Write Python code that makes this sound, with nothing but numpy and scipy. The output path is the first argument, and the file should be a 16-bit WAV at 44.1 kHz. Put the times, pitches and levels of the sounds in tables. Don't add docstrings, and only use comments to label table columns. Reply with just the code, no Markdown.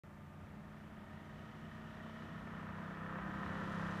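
import sys
import numpy as np
from scipy import signal
from scipy.fft import rfft, irfft, next_fast_len
from scipy.io import wavfile
from scipy.ndimage import map_coordinates

SR = 44100
rng = np.random.default_rng(int(sys.argv[2]) if len(sys.argv) > 2 else 0)


def dump_mix(stems):
    frames = np.atleast_2d(stems).T
    limited = np.clip(frames, -1, 1)
    pcm = np.round(limited * 32767).astype(np.int16)
    wavfile.write(sys.argv[1], SR, pcm)


N = 176400

# f/Hz, level/dB
AIR_COLOUR = [(100, -6), (1000, 11), (4000, -4.5), (7000, -2.5), (10000, -5), (15000, -5)]
BUFFET_COLOUR = [(20, -13), (40, -5), (60, 4), (90, 0), (250, -36), (800, -79)]
RUMBLE_COLOUR = [(20, -21), (40, -5), (58, 0.5), (80, 0.5), (120, 4), (180, 6), (250, -1.5), (315, -2.5),
                 (360, -12.5), (600, -10.5), (1500, -43.5), (5000, -90)]
# t/s, level/dB
RUMBLE_LEVEL = [(0, -59.5), (.5, -57), (.85, -57), (1.3, -57), (1.7, -56.5), (2.1, -59), (2.4, -54.5),
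                (3.15, -58.5), (3.35, -51.5), (4, -58.5)]
# t/s, f/Hz
FIRING_RATE = [(0, 29.39), (1, 30.49), (2, 31.48), (3, 32.38), (4, 33.32)]
# t/s, level/dB for each of PIPE_HARMONICS
PIPE_LEVELS = [(0, -64, -62, -76, -62.5), (1, -63, -64.5, -74, -59.5), (1.7, -62, -56.5, -73.5, -57),
               (2.25, -62, -58.5, -64, -55), (2.45, -59, -54.5, -55, -55), (3.1, -59, -52.5, -52, -58.5),
               (3.5, -56, -53, -48.5, -58.5), (3.85, -56, -47, -48, -60.5), (4, -54, -52, -48.5, -58)]
PIPE_HARMONICS = (3, 5, 6, 7)
# t/s, level/dB of the weaker exhaust tones, nearness (0 far, 1 close)
APPROACH = [(0, -64.5, 0), (.8, -67, 0), (1.3, -61.5, 0.03), (1.8, -60, 0.18), (2.3, -58.5, 0.26),
            (2.8, -57, 0.62), (3.3, -52.5, 0.83), (3.75, -51.5, 0.84), (4, -52, 0.72)]
# multiple of the firing rate, far level/dB, close level/dB
WEAK_HARMONICS = [(2, -12, -12.5), (4, -12.5, -15), (8, -8, -14), (12, -10.5, -21), (13, -16, -20.5),
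                  (14, -21, -13), (16, -22.5, -8), (20, -8.5, -16.5), (22, -16, -12), (24, -14, -26),
                  (30, -21, -17), (31, -14, -11.5), (34, -18, -20), (36, -24.5, -15), (38, -26.5, -6.5),
                  (40, -12.5, -21), (44, -20, -16.5), (48, -20.5, -11.5), (52, -18, -18.5),
                  (54, -25.5, -13), (56, -21.5, -10.5)]
# place/cycles, level/dB
KNOCKS = [(0.92, -4.5), (.2, -5.5), (.41, -10), (.68, -8.5)]
# f/Hz, width/Hz, far boost/dB, close boost/dB
COVER_MODES = [(1267, 34, 4.5, 1.5), (1794, 43, 4.5, 1.6)]
# f/Hz, level/dB
KNOCK_COLOUR = [(300, -18), (600, 1.5), (900, 4.5)]
FAR_COLOUR = [(150, -31), (300, 3), (380, 3), (480, -0.5), (680, 4), (960, 2), (1550, -0.5), (1900, -2),
              (2150, -6.5), (2700, -10.5), (3600, -42), (6000, -64)]
CLOSE_COLOUR = [(150, -29), (300, 7), (480, -3.5), (750, -2), (1000, 3), (1350, 3.5), (1650, 1),
                (1900, 0.5), (2080, -12.5), (2700, -14.5), (3600, -34), (6000, -52)]
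TICK_COLOUR = [(1500, -16), (2200, -2.5), (2700, -4.5), (3000, -1.5), (3400, -2), (4300, -11.5),
               (5000, -15), (5700, -16.5), (7500, -22), (12000, -33)]
# t/s, level/dB
CLATTER_LEVEL = [(0, -64), (.6, -61.5), (1.3, -61), (2.2, -57), (2.6, -53.5), (3.1, -50.5), (3.4, -49),
                 (3.7, -47), (4, -48.5)]
TICK_LEVEL = [(0, -80.5), (.7, -76), (1.4, -72), (2.15, -69), (2.7, -70), (3.15, -69), (3.6, -64.5),
              (4, -64)]
RING_LEVEL = [(0, -85), (.7, -78), (.95, -73.5), (1.4, -66), (1.8, -67.5), (2.2, -63.5), (2.5, -68.5),
              (3, -68), (4, -64.5)]
# f/Hz, width/Hz, level/dB
METAL_MODES = [(1859, 63, 8.5), (2990, 96, -2), (5570, 530, -22)]
# t/s, level/dB for each of GEAR_MULTIPLES
GEAR_LEVELS = [(0, -83, -74.5), (1.8, -70, -71), (3, -67.5, -65.5), (3.5, -62.5, -64), (4, -65, -74)]
GEAR_MULTIPLES = (9.75, 40.7)
# t/s, level/dB
TYRE_LEVEL = [(0, -86), (2.2, -81.5), (3.2, -82.5), (3.5, -74), (3.75, -69), (4, -67.5)]
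# f/Hz, level/dB
TYRE_COLOUR = [(800, -26), (2500, 7.5), (3800, 8), (5000, 4.5), (6200, 0), (8500, -5.5), (11000, -12.5),
               (15000, -28)]
# f/Hz, width/Hz, boost/dB
TYRE_WHISTLES = [(6060, 60, 9), (7000, 200, 4.5), (10970, 490, 8.5)]


def amp(db):
    return 10 ** (np.asarray(db) / 20)


def unit(x):
    return x / np.sqrt(np.mean(x ** 2) + 1e-20)


def curves(rows):
    times, *columns = np.transpose(rows)
    return [np.interp(np.arange(N) / SR, times, column) for column in columns]


def wobble(rate):
    knots = rng.standard_normal(int(N * rate / SR) + 4)
    return map_coordinates(knots, [np.arange(N) * rate / SR])


def filtered(x, response):
    size = next_fast_len(N + SR // 2)
    hz = np.fft.rfftfreq(size, 1 / SR)
    return irfft(rfft(x, size) * response(hz), size)[:N]


def coloured(x, colour):
    freqs, db = np.transpose(colour)
    return unit(filtered(x, lambda hz: amp(np.interp(np.log(hz + 1), np.log(freqs + 1), db))))


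def noise(colour):
    return coloured(rng.standard_normal(N), colour)


def resonance(hz, centre, width):
    return 1j * hz * width / (centre ** 2 - hz ** 2 + 1j * hz * width)


def resonated(x, modes):
    return filtered(x, lambda hz: 1 + sum((amp(db) - 1) * resonance(hz, f, w) for f, w, db in modes))


def wind(gust_at_s=2.9, gust_attack_s=.02):
    t = np.arange(N) / SR
    breeze = amp(-67 - 1.5 * t + 3 * wobble(9))
    since = t - gust_at_s
    gust = np.clip(since / gust_attack_s, 0, 1) * amp(-60.5 + 3 * since)
    hiss = amp(-76.5) * noise(AIR_COLOUR)
    return hiss + np.hypot(gust, breeze) * noise(BUFFET_COLOUR)


def road_rumble():
    return noise(RUMBLE_COLOUR) * amp(curves(RUMBLE_LEVEL)[0] + 1.1 * wobble(11))


def exhaust(cycles, puff_at=.46, smear=.055):
    def harmonic(k):
        lag = smear * (k - 5.5) ** 2
        return np.sqrt(2) * np.cos(2 * np.pi * (k * (cycles - puff_at) - lag))

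    puffs = np.zeros(N)
    for k, db in zip(PIPE_HARMONICS, curves(PIPE_LEVELS)):
        puffs += harmonic(k) * amp(db + .9 * wobble(4.84))
    weak_db, nearness = curves(APPROACH)
    for k, far_db, close_db in WEAK_HARMONICS:
        balance = (1 - nearness) * amp(far_db) + nearness * amp(close_db)
        puffs += harmonic(k) * balance * amp(weak_db + 1.8 * wobble(5.05))
    return puffs * amp(.9 * wobble(32))


def knocking(cycles, rattle_db, jump_db, t60_s=.078, jitter_s=.00005, scatter_db=2.17):
    t = np.arange(SR // 10) / SR
    firings = np.arange(int(cycles[-1]) + 1)
    knocks = np.zeros(N)
    for place, db in KNOCKS:
        timing, force = rng.standard_normal((len(firings), 2)).T
        onsets = np.interp(firings + place, cycles, np.arange(N), right=2 * N) + SR * jitter_s * timing
        blows = np.bincount(np.abs(onsets).astype(int), amp(db + scatter_db * force), N)[:N]
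        ring = rng.standard_normal(len(t)) * amp(-60 * t / t60_s)
        knocks += signal.fftconvolve(blows, ring)[:N]
    since_main_knock = (cycles - .92) % 1
    rattle = rng.standard_normal(N) * amp(jump_db * np.exp(-since_main_knock / .15))
    return unit(coloured(knocks, KNOCK_COLOUR) + amp(rattle_db) * unit(rattle))


def clatter(cycles):
    block = knocking(cycles, rattle_db=2.5, jump_db=5)
    far_modes = [(f, width, db) for f, width, db, _ in COVER_MODES]
    close_modes = [(f, width, db) for f, width, _, db in COVER_MODES]
    far = coloured(resonated(block, far_modes), FAR_COLOUR)
    close = coloured(resonated(block, close_modes), CLOSE_COLOUR)
    _, nearness = curves(APPROACH)
    blend = unit((1 - nearness) * far + nearness * close)
    return blend * amp(curves(CLATTER_LEVEL)[0] + .32 * wobble(7.2))


def ticking(cycles):
    ticks = coloured(knocking(cycles, rattle_db=6, jump_db=-4.5), TICK_COLOUR)
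    return ticks * amp(curves(TICK_LEVEL)[0] + .45 * wobble(15))


def metal_ring(cycles, drift_s=.0002):
    def metal(hz):
        return sum(amp(db) * resonance(hz, f, 2 * width) ** 2 for f, width, db in METAL_MODES)

    ring = filtered(knocking(cycles, rattle_db=12, jump_db=12), metal)
    wavering = map_coordinates(ring, [np.arange(N) + SR * drift_s * wobble(12)])
    return unit(wavering) * amp(curves(RING_LEVEL)[0])


def gear_whine(cycles):
    whine = np.zeros(N)
    for k, db in zip(GEAR_MULTIPLES, curves(GEAR_LEVELS)):
        whine += np.sqrt(2) * np.sin(2 * np.pi * k * cycles) * amp(db + 1.8 * wobble(5.95))
    return whine


def tyres():
    hiss = unit(resonated(noise(TYRE_COLOUR), TYRE_WHISTLES))
    return hiss * amp(curves(TYRE_LEVEL)[0] + 1.4 * wobble(150))


def scene():
    cycles = np.cumsum(curves(FIRING_RATE)[0]) / SR
    engine = exhaust(cycles) + gear_whine(cycles) + clatter(cycles) + ticking(cycles) + metal_ring(cycles)
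    return (engine + road_rumble() + tyres() + wind())[None]


def record(dry, start_s=.036, top_hz=15300):
    opened = dry[0] * (np.arange(N) / SR > start_s)
    return filtered(opened, lambda hz: hz < top_hz)[None]


dry = scene()
out = record(dry)
dump_mix(out)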